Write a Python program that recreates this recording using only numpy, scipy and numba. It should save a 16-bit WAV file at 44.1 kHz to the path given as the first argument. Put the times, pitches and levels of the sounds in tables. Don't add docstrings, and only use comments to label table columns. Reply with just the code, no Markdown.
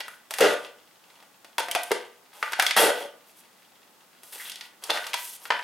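import sys
import numpy as np
from scipy import signal
from scipy.fft import rfft, irfft, next_fast_len
from scipy.io import wavfile
from scipy.ndimage import uniform_filter1d
from numba import njit

SR = 44100
rng = np.random.default_rng(int(sys.argv[2]) if len(sys.argv) > 2 else 0)


def waveform_to_disk(signal):
    frames = np.transpose(np.atleast_2d(signal))
    scaled = np.clip(frames, -1, 1) * 32767
    samples = np.round(scaled).astype(np.int16)
    wavfile.write(sys.argv[1], SR, samples)


N = 248283
T = np.arange(N) / SR

# start_s, length_s, rustle_db, hiss_db
RUSTLES = [(0, 0.0037, -28.5, -31), (0.047, 0.11, -68, -60), (0.3, 0.09, -56, -49), (0.525, 0.14, -52, -63),
           (1.036, 0.2, -69, -75), (1.6, 0.32, -56, -56.5), (1.905, 0.16, -58, -70),
           (2.327, 0.21, -57, -55), (2.578, 0.12, -44, -43.5), (2.87, 0.15, -46.5, -50.5),
           (3.257, 0.059, -80, -59), (3.355, 0.05, -67.5, -55), (4.224, 0.12, -70.5, -53),
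           (4.318, 0.026, -53, -41.5), (4.336, 0.15, -60.5, -45), (4.478, 0.19, -65, -59.5),
           (4.813, 0.3, -49, -52.5), (5.151, 0.15, -65, -41.5), (5.301, 0.062, -70, -43),
           (5.395, 0.087, -58.5, -50.5), (5.507, 0.12, -54, -63)]
# start_s, pitch_hz, note_db, crack_db, sizzle_db
FOIL_SNAPS = [(0.081, 1380, 4, -17, -15), (0.308, 750, 7, -3, -4.5), (0.338, 1830, 7, -1.5, -5.5),
              (0.385, 816, 12, 1.5, -1.5), (0.397, 480, 5, -4, -9), (0.407, 463, 19, 3, 2),
              (1.226, 923, -10, -28, -33), (1.446, 543, -7, -17.5, -25), (1.595, 1490, 5, -7, -4),
              (1.602, 540, 12, 0, -11), (1.833, 3170, -2, -9, -2.5), (1.908, 415, 18.5, -8, -38),
              (2.521, 920, 6, -6, -9), (2.532, 1550, 14, 0.5, -10), (2.6235, 1320, 15.5, 4, 2),
              (2.709, 2200, 17, 9, -6), (2.764, 770, 17, -11, -3), (4.233, 484, -11, -20.5, -17),
              (4.357, 484, -5, -16, -28), (4.497, 3140, 0, -8, -8), (4.518, 3440, -2, -4, -15),
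              (4.557, 3450, -3, -7, -17), (4.6095, 2086, -1, -3, -20.5), (4.838, 3300, -2, -3, -6),
              (4.898, 1010, 14, 2, -21), (4.973, 1820, 9.5, -2, -20), (5.067, 1200, 0, -3, -10),
              (5.133, 2500, 11, -1, -11), (5.454, 1370, 2.5, -10, -25), (5.507, 1760, 18, -5, -21),
              (5.52, 1010, 16, -3, -28), (5.565, 1800, 8, -19, -34), (5.591, 1800, 6, -13, -26)]
# start_s, length_s, pull_db, drum_db, sizzle_db, drum_hz
TUGS = [(.404, 0.069, -21.5, 3, -14, 481), (.478, 0.038, -30, -2, -12, 480),
        (0.523, 0.018, -32, 1, -13, 500), (2.764, 0.031, -20, -5.5, -3, 750),
        (2.795, 0.081, -24.5, 2.5, 2, 540), (2.88, 0.025, -28, 2, -9, 574),
        (3.003, 0.059, -46, 5, -4.5, 550), (4.396, 0.028, -57.5, 13.5, 3, 1900),
        (4.449, 0.04, -55, 8.5, 2.5, 3370), (4.893, 0.024, -34, 2, -16, 600),
        (4.934, 0.055, -35, -4.5, -11, 660)]
# start_s, pitch_hz, note_db, crack_db, sizzle_db, ring_db, overtone_hz, overtone_db
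PLATE_KNOCKS = [(1.582, 930, 18.5, 5, -2, 15, 3455, 16.5), (1.684, 707, 11.5, -9, -16, 19, 1970, 1),
                (1.7127, 3070, 7, 0.5, 1, 16.5, 2330, 8), (1.75, 610, 20, 4, -0.5, 22, 2500, 18),
                (1.759, 723, 12.5, 0, -17, 24, 3400, 10), (1.916, 438, 22, 4.5, -0.5, 21, 2120, 18),
                (2.427, 1336, 19, -2.5, -13.5, 8, 2090, 14.5), (2.591, 760, 11, -11, -22, 23.5, 1370, 10),
                (2.597, 1604, 22.5, 11.5, 4, 23, 2400, 19), (2.665, 2180, 15, 11.5, -1, 10, 3380, 22),
                (4.903, 3535, 16, 5.5, -4, 22, 4150, 12.5), (5.1405, 952, 12.5, 6.5, -3, 20.5, 3390, 10.5),
                (5.504, 954, 21.5, 5, -17.5, 21.5, 3060, 19)]
# centre_hz, width_hz, level_db
CAN_MODES = [(464, 77, 4), (583, 24, 4.5), (713, 41, 1.5), (820, 53, 3.5), (908, 75, 6), (1246, 31, 7),
             (1534, 190, 7.5), (1966, 280, 8), (2650, 910, 5.5), (3290, 140, 5.5), (3500, 140, 4.5)]
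# frequency_hz, level_db
RUSTLE_SPECTRUM = [(60, -16.5), (180, -19.5), (500, -2), (1000, 4), (1900, -5.5), (3600, -4), (6000, -13.5),
                   (10000, -12), (16000, -41.5)]
HISS_SPECTRUM = [(500, -58.5), (3000, 1), (7000, 1.5), (9500, 5.5), (13500, 7.5), (16000, -4)]
# frequency_hz, level_db
TEAR_SPECTRUM = [(30, -46), (120, -29.5), (210, -4.5), (340, -8), (820, -19.5), (1080, 1), (1450, 10),
                 (1730, 3), (1950, 7), (2250, -1.5), (3200, -0.5), (5000, -7), (7000, -13), (16000, -45.5)]
SIZZLE_SPECTRUM = [(500, -46), (3000, -1), (6500, -12), (9000, -0.5), (11800, 1), (13500, -3.5),
                   (16000, -20.5)]
# frequency_hz, level_db
ECHO_SPECTRUM = [(60, -15), (200, -2.5), (500, 1), (1500, -0.5), (3300, -0.5), (6000, 0.5), (11000, -0.5),
                 (16000, -31)]
AMBIENT_SPECTRUM = [(15, -61.5), (25, -36), (153, -8.5), (185, -3), (714, -5.5), (887, -1), (962, -11.5),
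                    (1070, -4.5), (1260, -5.5), (2910, -14), (3160, -13), (16000, -16)]


def undb(db):
    return 10 ** (np.asarray(db) / 20)


def unit(x):
    return x / np.sqrt(np.mean(x ** 2))


def gains(outline, size):
    hz, db = np.transpose(outline)
    bin_hz = np.arange(size // 2 + 1) * SR / size
    return undb(np.interp(np.log(bin_hz + 1), np.log(hz), db))


def colour(x, outline):
    size = next_fast_len(2 * len(x))
    return irfft(rfft(x, size) * gains(outline, size), size)[:len(x)]


def minimum_phase(gain):
    cepstrum = irfft(np.log(gain + 1e-12))
    half = len(cepstrum) // 2
    cepstrum[1:half] *= 2
    cepstrum[half + 1:] = 0
    return irfft(np.exp(rfft(cepstrum)))


def convolve(x, response):
    return signal.fftconvolve(x, response)[:len(x)]


def add(out, start_s, x):
    i = max(int(start_s * SR), 0)
    out[i:i + len(x)] += x[:N - i]


@njit
def bandpass(x, hz, q):
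    y, band_state, low_state = np.empty(len(x)), 0., 0.
    g = np.tan(np.pi * hz / SR)
    for i in range(len(x)):
        band = (band_state + g * (x[i] - low_state)) / (1 + g * (g + 1 / q))
        band_state = 2 * band - band_state
        low_state += 2 * g * band
        y[i] = band / q
    return y


def impulses(n, rate_hz, scatter_db):
    sizes = undb(scatter_db * np.minimum(rng.standard_normal(n), 2))
    return unit((rng.random(n) < rate_hz / SR) * sizes * rng.choice([-1, 1], n))


def envelope(t, length_s, attack_s, release_s):
    return (1 - np.exp(-t / attack_s)) * np.exp(-np.maximum(t - length_s, 0) / release_s)


def rustles(crease_count=330, hold_db=-70):
    rubbing = np.full(N, undb(hold_db))
    gliding = np.zeros(N)
    for start_s, length_s, rustle_db, hiss_db in RUSTLES:
        shape = envelope(T[:SR], length_s, attack_s=0.016, release_s=0.0061)
        add(rubbing, start_s, shape * undb(rustle_db))
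        add(gliding, start_s, shape * undb(hiss_db))
    rustle = unit(colour(impulses(N, rate_hz=5000, scatter_db=7.5), RUSTLE_SPECTRUM))
    grip_db = 1.03 * unit(uniform_filter1d(rng.standard_normal(N), size=400))
    hiss = unit(colour(impulses(N, rate_hz=4200, scatter_db=3.5), HISS_SPECTRUM)) * undb(grip_db)
    creases = np.zeros(N)
    for when, smallness, force in rng.random((crease_count, 3)):
        crease = buckle(1750 * 2 ** smallness, note_db=0, crack_db=-7, sizzle_db=-28.5)
        add(creases, when * N / SR, crease * undb(18 * force))
    return (rustle + unit(creases)) * rubbing + hiss * gliding


def can_resonance(x, tuning=1, size=16384):
    hz = np.arange(size // 2 + 1) * SR / size
    power = 1 + sum(undb(level_db) ** 2 / (1 + (2 * (hz - centre_hz * tuning) / width_hz) ** 2)
                    for centre_hz, width_hz, level_db in CAN_MODES)
    trend = uniform_filter1d(power, size=400)
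    return convolve(x, minimum_phase(np.sqrt(power / trend)))


def gripped_can(x, detune=0.035):
    return can_resonance(x, tuning=1 + detune * rng.uniform(-1, 1))


def buckle(pitch_hz, note_db, crack_db, sizzle_db, buckle_s=0.0051, crack_s=0.0025, size=4096):
    t = T[:size]
    attack = 1 - np.exp(-t / 0.00025)
    decay = undb(2) * np.exp(-t / crack_s) + np.exp(-t / buckle_s)
    flurry = rfft(rng.standard_normal(size) * attack * decay)
    humps = np.sqrt(uniform_filter1d(abs(flurry) ** 2, size=31))
    bass_db = note_db - 13 - 7.7 * np.log2(pitch_hz / 500)
    bass = [(50, note_db - 44), (140, bass_db - 17), (300, bass_db)]
    note = [(pitch_hz / 1.29, note_db - 7.5), (pitch_hz, note_db), (pitch_hz * 1.14, note_db - 5)]
    crack = [(4500, crack_db), (7000, (crack_db + sizzle_db) / 2 - 4)]
    sizzle = [(10000, sizzle_db), (12500, sizzle_db - 0.5), (16000, sizzle_db - 14)]
    response = minimum_phase(gains(sorted(bass + note + crack + sizzle), size) / humps)
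    return irfft(flurry * rfft(response)) * np.linspace(1, 0, size)


def foil_snaps():
    out = np.zeros(N)
    for start_s, *timbre in FOIL_SNAPS:
        add(out, start_s, gripped_can(buckle(*timbre)))
    return out


def rips(pull_sag_db_per_s=51.5, sizzle_sag_db_per_s=69.5):
    out, t = np.zeros(N), T[:SR // 4]
    for start_s, length_s, pull_db, drum_db, sizzle_db, drum_hz in TUGS:
        pull = envelope(t, length_s, attack_s=0.0013, release_s=0.0036)
        pull *= undb(pull_db - pull_sag_db_per_s * t)
        pace = np.repeat(rng.uniform(0.4, 1.6, len(t)), 128)[:len(t)]
        jerk_phase = (140 * np.cumsum(pace) / SR) % 1
        surge = 1 + 0.5 * np.exp(-jerk_phase / 0.3)
        slips = impulses(len(t), rate_hz=16000, scatter_db=2) * surge
        rasp = unit(colour(slips, TEAR_SPECTRUM))
        drum = bandpass(slips, float(drum_hz), q=0.38)
        drum = bandpass(drum, float(drum_hz), q=3.25)
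        drum /= np.sqrt(uniform_filter1d(drum ** 2, size=900))
        sizzle = unit(colour(slips, SIZZLE_SPECTRUM))
        sizzle *= undb(sizzle_db - sizzle_sag_db_per_s * t)
        add(out, start_s, (rasp + undb(drum_db) * drum + sizzle) * pull)
    return out


def ring(hz, peak_db, decay_at_1khz_s=0.006, size=4096):
    t = T[:size]
    decay_s = decay_at_1khz_s * np.sqrt(1000 / hz)
    swing = np.exp(-t / decay_s) * np.sin(2 * np.pi * hz * t)
    return undb(peak_db) * 2 / (decay_s * SR) * bandpass(swing, float(hz), q=1.34)


def knocks():
    out = np.zeros(N)
    for start_s, hz, note_db, crack_db, sizzle_db, ring_db, overtone_hz, overtone_db in PLATE_KNOCKS:
        snap = gripped_can(buckle(hz, note_db, crack_db, sizzle_db))
        add(out, start_s, snap + ring(hz, ring_db) + ring(overtone_hz, overtone_db))
    return out


def diffuse(x, size=1024, passes=6):
    for _ in range(passes):
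        spectra = signal.stft(x, nperseg=size)[2]
        x = signal.istft(spectra / (abs(spectra) + 1e-12), nperseg=size)[1][:len(x)]
    return unit(x)


def reflections(t60_s=0.49, treble_t60_s=0.2, build_s=0.00092):
    t = T[:SR * 2 // 3]
    late = diffuse(rng.standard_normal(len(t)))
    early = impulses(len(t), rate_hz=280, scatter_db=-1.0) * np.exp(-t / 0.017)
    echoes = early + late
    low = colour(echoes, [(3000, -9), (9000, -57.5)])
    tail = low * undb(-60 * t / t60_s) + (echoes - low) * undb(-60 * t / treble_t60_s)
    tail *= 1 - np.exp(-t / build_s)
    return colour(tail / np.linalg.norm(tail), ECHO_SPECTRUM)


def even(response, size=65536):
    power = abs(rfft(response, size)) ** 2
    gain = np.sqrt(uniform_filter1d(power, size=600) / uniform_filter1d(power, size=40))
    return convolve(response, minimum_phase(gain))


def room_noise():
    return unit(colour(rng.standard_normal(N), AMBIENT_SPECTRUM))


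def scene():
    source = foil_snaps() + knocks() + can_resonance(rips() + rustles())
    ahead = reflections()
    ahead[0] += 1
    mid = convolve(source, even(ahead)) + undb(-59.5) * room_noise()
    side = convolve(source, even(reflections())) + undb(-53.5) * room_noise()
    side = colour(side, [(500, -11), (5500, -7.0), (8500, -15.5), (12000, -26.5)])
    lean = colour(mid, [(50, -44), (250, -22), (2000, -35)])
    return np.array([mid + side + lean, mid - side - lean])


def record(dry):
    lowpass = signal.ellip(8, 0.2, 80, 15900, fs=SR, output="sos")
    return signal.sosfilt(lowpass, np.tanh(dry))


dry = scene()
out = record(dry)
waveform_to_disk(out)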